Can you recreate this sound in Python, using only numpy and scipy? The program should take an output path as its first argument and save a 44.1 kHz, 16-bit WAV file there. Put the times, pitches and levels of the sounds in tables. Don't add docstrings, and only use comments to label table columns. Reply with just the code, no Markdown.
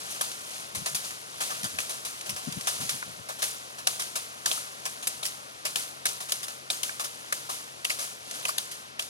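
import sys
import numpy as np
from scipy import signal
from scipy.fft import rfft, irfft, next_fast_len
from scipy.io import wavfile

SR = 44100
rng = np.random.default_rng(int(sys.argv[2]) if len(sys.argv) > 2 else 0)


def materialize(psi):
    bounded = np.clip(np.atleast_2d(psi).T, -1, 1)
    quanta = np.round(bounded * 32767).astype(np.int16)
    wavfile.write(sys.argv[1], SR, quanta)


N = 400861
TIME_S = np.arange(N) / SR
AGE_S = TIME_S[:SR // 2]

# t/s, level/dB
RUSTLE_LEVELS = [(0.0, -36.5), (0.15, -36.5), (0.42, -39), (0.58, -35), (0.72, -43), (1.25, -42),
                 (1.55, -35), (2.0, -42.5), (2.75, -35), (3.25, -44.5), (5.15, -42), (5.55, -46),
                 (6.65, -47.5), (7.2, -42.5), (7.4, -41.5), (8.17, -50.5), (8.35, -34.5), (8.85, -47.5),
                 (9.09, -58)]
# f/Hz, level/dB
LEAF_SPECTRUM = [(150, -3.5), (380, -6.5), (650, 1.5), (900, 1), (1200, 1.5), (2000, -4), (2800, -4.5),
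                 (6300, -2.5), (8000, -7.5), (10000, -2), (12500, -12), (15500, -22.5)]
# f/Hz, level/dB
FIELD_SPECTRUM = [(25, -30), (60, -32), (120, -6), (380, -4), (650, 1), (900, -1.5), (1200, -0.5),
                  (2000, -6), (6000, -12), (15000, -75)]
# f/Hz, level/dB
HUM_TONES = [(90, -67.5), (134, -62), (260, -69)]
# t/s, crack level/dB, leaf shower level/dB, thud level/dB
STICK_STROKES = [(0.1, -39, -36.5, -61), (0.2095, -22.5, -31.5, -27), (0.7478, -29.5, -34, -37),
                 (0.8583, -26, -32, -32), (0.946, -23, -32, -41.5), (1.037, -46, -34, -44),
                 (1.404, -30.5, -28.5, -30.5), (1.5025, -34, -40, -33), (1.64, -27, -36.5, -34),
                 (1.785, -28, -32, -32.5), (1.892, -35, -33, -38), (2.0483, -32, -34.5, -38),
                 (2.258, -35, -43, -40), (2.292, -26, -54, -39), (2.361, -34.5, -41, -38.5),
                 (2.67, -22, -28, -27.5), (2.802, -45, -32, -43), (2.89, -30, -31, -37),
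                 (3.286, -35, -38.5, -33), (3.385, -57, -37, -42), (3.425, -22.5, -27.5, -28),
                 (3.782, -36, -54, -39), (3.8702, -14.5, -29, -26), (3.994, -28, -32, -37.5),
                 (4.155, -25, -33.5, -32.5), (4.4577, -19.5, -27, -25.5), (4.5125, -26, -29, -31),
                 (4.8532, -27.5, -36.5, -33), (5.025, -33.5, -44, -41), (5.0707, -19.5, -34.5, -33.5),
                 (5.228, -31, -32, -35), (5.252, -24, -60, -52), (5.651, -24, -33, -31),
                 (5.757, -22, -28.5, -31), (6.0543, -17, -29, -24.5), (6.203, -35, -38, -37.5),
                 (6.286, -38, -36, -41), (6.32, -18, -33.5, -33.5), (6.429, -30.5, -43, -40.5),
                 (6.479, -44, -39.5, -40.5), (6.701, -22.5, -30, -28.5), (6.8312, -22.5, -31, -43),
                 (6.995, -30, -33.5, -31.5), (7.042, -30, -49, -38.5), (7.324, -20.5, -34, -32.5),
                 (7.490, -42, -31.5, -34.5), (7.847, -22.5, -34.5, -34), (7.896, -26, -31.5, -34.5),
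                 (7.987, -33.5, -32, -36.5), (8.014, -35, -35.5, -47), (8.451, -24.5, -34.5, -32),
                 (8.482, -25, -52, -37), (8.5801, -22, -35.5, -31.5), (8.712, -35.5, -40.5, -46),
                 (8.9925, -26.5, -35.5, -34)]
# f/Hz, level/dB
CRACK_SPECTRUM = [(200, -64), (700, -9), (1600, -0.5), (4200, 0), (6300, 0.5), (8000, -4.5), (10000, 1.5),
                  (12500, -8.5), (15500, -21.5)]
# f/Hz, level/dB
THUD_SPECTRUM = [(150, -39), (650, 5), (900, 1), (1200, 6.5), (1450, -6), (1750, 4.5), (2100, -39),
                 (5000, -21)]
# t/s, level/dB
TWIG_SNAPS = [(0.316, -31), (1.107, -32), (1.632, -28), (1.802, -25.5), (2.21, -29), (2.524, -27.5),
              (2.61, -28.5), (2.893, -21.5), (3.42, -24), (3.439, -21.5), (4.021, -27), (6.066, -20),
              (6.088, -26), (6.294, -31), (6.482, -29), (7.845, -30), (8.3105, -28), (9.023, -29)]
# t/s, level/dB, resonance f/Hz
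WOOD_HITS = [(0.212, -24.5, 9600), (1.786, -32, 2540), (3.025, -35, 1430), (3.427, -38, 1660),
             (3.871, -31, 3730), (4.459, -25.5, 5200), (4.513, -27, 3300), (4.574, -39, 1280),
             (5.0738, -21.5, 9200), (5.231, -34, 3660), (5.757, -32, 3100), (6.055, -35, 1980),
             (6.32, -34, 3540), (6.701, -27.5, 3680), (6.833, -33.5, 3130), (6.892, -37, 1620),
             (7.324, -28.5, 1700), (7.85, -30, 2800), (7.902, -32, 2130), (8.452, -30.5, 2550),
             (8.491, -32, 1170), (8.583, -29, 3780), (8.994, -31, 3170)]
# ratio to its resonance, level/dB
WOOD_MODES = [(0.73, -4.5), (1.0, 3.5), (1.33, -3.5)]
# peak t/s, level/dB
AIR_PUFFS = [(0.764, -41), (0.805, -39.5), (0.935, -45), (1.645, -34), (1.75, -47), (2.314, -41.5),
             (2.479, -26), (2.53, -45), (2.57, -30.5), (2.812, -38), (2.85, -45), (2.94, -43), (3.08, -46),
             (3.19, -47)]
# f/Hz, level/dB, lag/rad, coherence
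PORT_RESPONSE = [(226, -10.5, 0.5, 0.88), (404, -10, 0.5, 0.096), (516, -17.5, -2, 1), (843, -6, -3, 0.93),
                 (1110, -4.5, -2.5, 0.99), (1890, 0.24, -2.5, 1), (4570, -1, -1.67, 0.3),
                 (8100, -1, -0.94, 0.65), (14300, -5.5, -1, 0.44)]


def from_db(db):
    return 10 ** (np.asarray(db) / 20)


def noise():
    return rng.standard_normal((2, N))


def bandpass(x, band_hz, order=2):
    return signal.sosfilt(signal.butter(order, band_hz, "band", fs=SR, output="sos"), x)


def at_bins(rows, size):
    hz, *columns = np.transpose(rows)
    bins_hz = np.maximum(np.arange(size // 2 + 1) * SR / size, 1)
    return [np.interp(np.log(bins_hz), np.log(hz), column) for column in columns]


def coloured(x, spectrum, tilt_db_oct=0):
    size = next_fast_len(N)
    gain_db = at_bins(spectrum, size)[0] + tilt_db_oct * np.log2(np.arange(size // 2 + 1) + 1)
    shaped = irfft(rfft(x, size) * from_db(gain_db), size)[:, :N]
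    return shaped / np.sqrt(np.mean(shaped ** 2) + 1e-20)


def add(out, start_s, sound):
    at = round(start_s * SR)
    out[..., at:at + len(AGE_S)] += sound[..., :N - at]


def envelope(bursts):
    power = np.zeros(N)
    for start_s, shape in bursts:
        add(power, start_s, shape ** 2)
    return np.sqrt(power)


def band_burst(shape, hiss, hz, edge_ratio):
    burst = bandpass(shape * hiss, [hz / edge_ratio, hz * edge_ratio])
    return burst * np.linalg.norm(shape) / np.linalg.norm(burst, axis=1, keepdims=True)


def impulses(per_s, spread_db):
    born = rng.random(N) < per_s / SR
    return born * from_db(spread_db * np.minimum(rng.exponential(1, N), 4))


def leaf_ticks(per_s, spread_db, tick_s, edges_hz=(100, 2500, 5500, 9000, 17000)):
    kicks = impulses(per_s, spread_db)
    hiss = noise(), noise()
    band_of_kick = rng.integers(0, len(edges_hz) - 1, N)
    decay = np.exp(-2 / (tick_s * SR))
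    out = np.zeros((2, N))
    for k, band_hz in enumerate(zip(edges_hz, edges_hz[1:])):
        power = signal.lfilter([1], [1, -decay], kicks ** 2 * (band_of_kick == k) + 1e-18)
        out += bandpass(np.sqrt(power) * hiss[k % 2], band_hz)
    return out


def heap_rustle(gain_db=-1.4):
    ticks = leaf_ticks(per_s=6000, spread_db=0, tick_s=0.0033)
    level_db = np.interp(TIME_S, *np.transpose(RUSTLE_LEVELS)) + gain_db
    return from_db(level_db) * coloured(ticks, LEAF_SPECTRUM, tilt_db_oct=0.43)


def field_noise(level_db=-45):
    return from_db(level_db) * coloured(noise(), FIELD_SPECTRUM)


def distant_hum(waver_hz=1.36):
    out = np.zeros((2, N))
    knots_s = np.arange(0, 10, 0.25)
    for hz, db in HUM_TONES:
        pitch_hz = hz + waver_hz * np.interp(TIME_S, knots_s, rng.standard_normal(len(knots_s)))
        out[0] += from_db(db) * np.sqrt(2) * np.sin(2 * np.pi * np.cumsum(pitch_hz) / SR)
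    return out


def blow(rise_s, steepness=0.46):
    u = np.minimum(AGE_S / rise_s, 20)
    return (u * np.exp(1 - u)) ** steepness


def stroke_rise_s(t_s, crack_db, wood_s=0.0017, sink_s=0.0048, firm_db=-24.5, halving_db=41):
    on_wood = any(abs(t_s - hit_s) < 0.004 for hit_s, _, _ in WOOD_HITS)
    return wood_s if on_wood else sink_s * 2 ** ((firm_db - crack_db) / halving_db)


def cracks(even_lead_db=10, echo_gain=0.52, echo_s=0.0012, gain_db=-1):
    woody, leafy = (
        coloured(impulses(per_s=16000, spread_db=3) * noise(), CRACK_SPECTRUM, tilt_db_oct)
        for tilt_db_oct in (-1, 4))
    out = np.zeros((2, N))
    for t_s, crack_db, _, thud_db in STICK_STROKES:
        pick, path = rng.random(2)
        part = int(pick * (N - len(AGE_S))) + np.arange(len(AGE_S))
        leafy_share = 1 / (1 + from_db(thud_db - crack_db + even_lead_db) ** 2)
        fractures = np.sqrt(1 - leafy_share) * woody[:, part] + np.sqrt(leafy_share) * leafy[:, part]
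        force = from_db(crack_db + gain_db) * blow(stroke_rise_s(t_s, crack_db))
        crack = force * fractures / np.sqrt(1 + echo_gain ** 2)
        add(out, t_s, crack)
        add(out, t_s + echo_s * (0.5 + path) / 2, echo_gain * crack)
    return out


def thuds(give_s=0.0012):
    force = envelope((t_s, from_db(thud_db) * blow(stroke_rise_s(t_s, crack_db) + give_s))
                     for t_s, crack_db, _, thud_db in STICK_STROKES)
    return force * coloured(noise(), THUD_SPECTRUM)


def settling(crack_db, shower_db, rise_s=0.002, fall_s=0.081, crack_lead_db=20, doubling_db=23):
    swell_s = rise_s * 2 ** ((shower_db - crack_db + crack_lead_db) / doubling_db)
    shape = (1 - np.exp(-AGE_S / swell_s)) * np.exp(-AGE_S / fall_s)
    return from_db(shower_db) * shape / shape.max()


def leaf_showers(fresh_s=0.095, fresh_db_oct=2, late_db_oct=1.5):
    fresh = np.exp(-(AGE_S / fresh_s) ** 2)
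    out = np.zeros((2, N))
    for share, tilt_db_oct in (fresh, fresh_db_oct), (1 - fresh, late_db_oct):
        shower = envelope((t_s, settling(crack_db, shower_db) * np.sqrt(share))
                          for t_s, crack_db, shower_db, _ in STICK_STROKES)
        ticks = leaf_ticks(per_s=7000, spread_db=1.5, tick_s=0.0016)
        out += shower * coloured(ticks, LEAF_SPECTRUM, tilt_db_oct)
    return out


def whips_and_twigs(whip_delay_s=0.002, whip_db=-3.5, gain_db=-1):
    whips = [(t_s + whip_delay_s, from_db(crack_db + whip_db) * blow(rise_s=0.00068))
             for t_s, crack_db, _, _ in STICK_STROKES]
    twigs = [(t_s, from_db(db) * blow(rise_s=0.0014)) for t_s, db in TWIG_SNAPS]
    hiss = coloured(noise(), CRACK_SPECTRUM, tilt_db_oct=-0.5)
    return from_db(gain_db) * envelope(whips + twigs) * hiss


def wood_clacks(rise_s=0.0021, gain_db=0.5):
    out = np.zeros((2, N))
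    for t_s, db, hz in WOOD_HITS:
        chatter = rng.standard_normal((2, len(AGE_S)))
        clack = band_burst(blow(rise_s), chatter, hz, edge_ratio=1.22)
        add(out, t_s, from_db(db + gain_db) * clack)
    return out


def branch_rings(swell_cycles=2.1, delay_s=0.001195, bark_hz=4100, unevenness=0.95, gain_db=8.5):
    out = np.zeros((2, N))
    for t_s, db, hz in WOOD_HITS:
        for ratio, mode_db in WOOD_MODES:
            mode_hz = hz * ratio ** (1 + unevenness * (rng.random() - 0.5))
            tone = np.sin(2 * np.pi * (mode_hz * AGE_S + rng.random((2, 1))))
            ring = blow(swell_cycles / mode_hz, steepness=0.94) * tone
            cushion = 1 / np.sqrt(1 + (mode_hz / bark_hz) ** 20)
            add(out, t_s + delay_s, from_db(db + mode_db + gain_db) * cushion * ring)
    return out


def air_puffs(strong_db=-27.5, strong_hz=179, strong_half_s=0.01, octave_db=35, doubling_db=12):
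    out, air = np.zeros((2, N)), noise()
    middle_s = AGE_S[-1] / 2
    for peak_s, db in AIR_PUFFS:
        hz = strong_hz * 2 ** ((db - strong_db) / octave_db)
        half_s = strong_half_s * 2 ** ((strong_db - db) / doubling_db)
        speed = from_db(db) * np.exp(-np.minimum(((AGE_S - middle_s) / half_s) ** 2, 20))
        start_s = peak_s - middle_s
        at = round(start_s * SR)
        add(out, start_s, band_burst(speed, air[:, at:at + len(AGE_S)], hz, edge_ratio=1.465))
    return bandpass(out, band_hz=(70, 390), order=4)


def microphone(x):
    size = next_fast_len(N)
    right_db, lag_rad, coherence = at_bins(PORT_RESPONSE, size)
    coherence = np.clip(coherence, 0, 1)
    direct, scattered = rfft(x, size)
    shared = coherence * np.exp(-1j * lag_rad) * direct
    right = from_db(right_db) * (shared + np.sqrt(1 - coherence ** 2) * scattered)
    return np.array([x[0], irfft(right, size)[:N]])


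def scene():
    background = field_noise() + distant_hum()
    beating = cracks() + thuds() + wood_clacks() + branch_rings() + whips_and_twigs() + leaf_showers()
    return microphone(background + beating + heap_rustle() + air_puffs())


def record(dry):
    return signal.sosfilt(signal.ellip(10, 0.2, 80, 16000, fs=SR, output="sos"), dry)


dry = scene()
out = record(dry)
materialize(out)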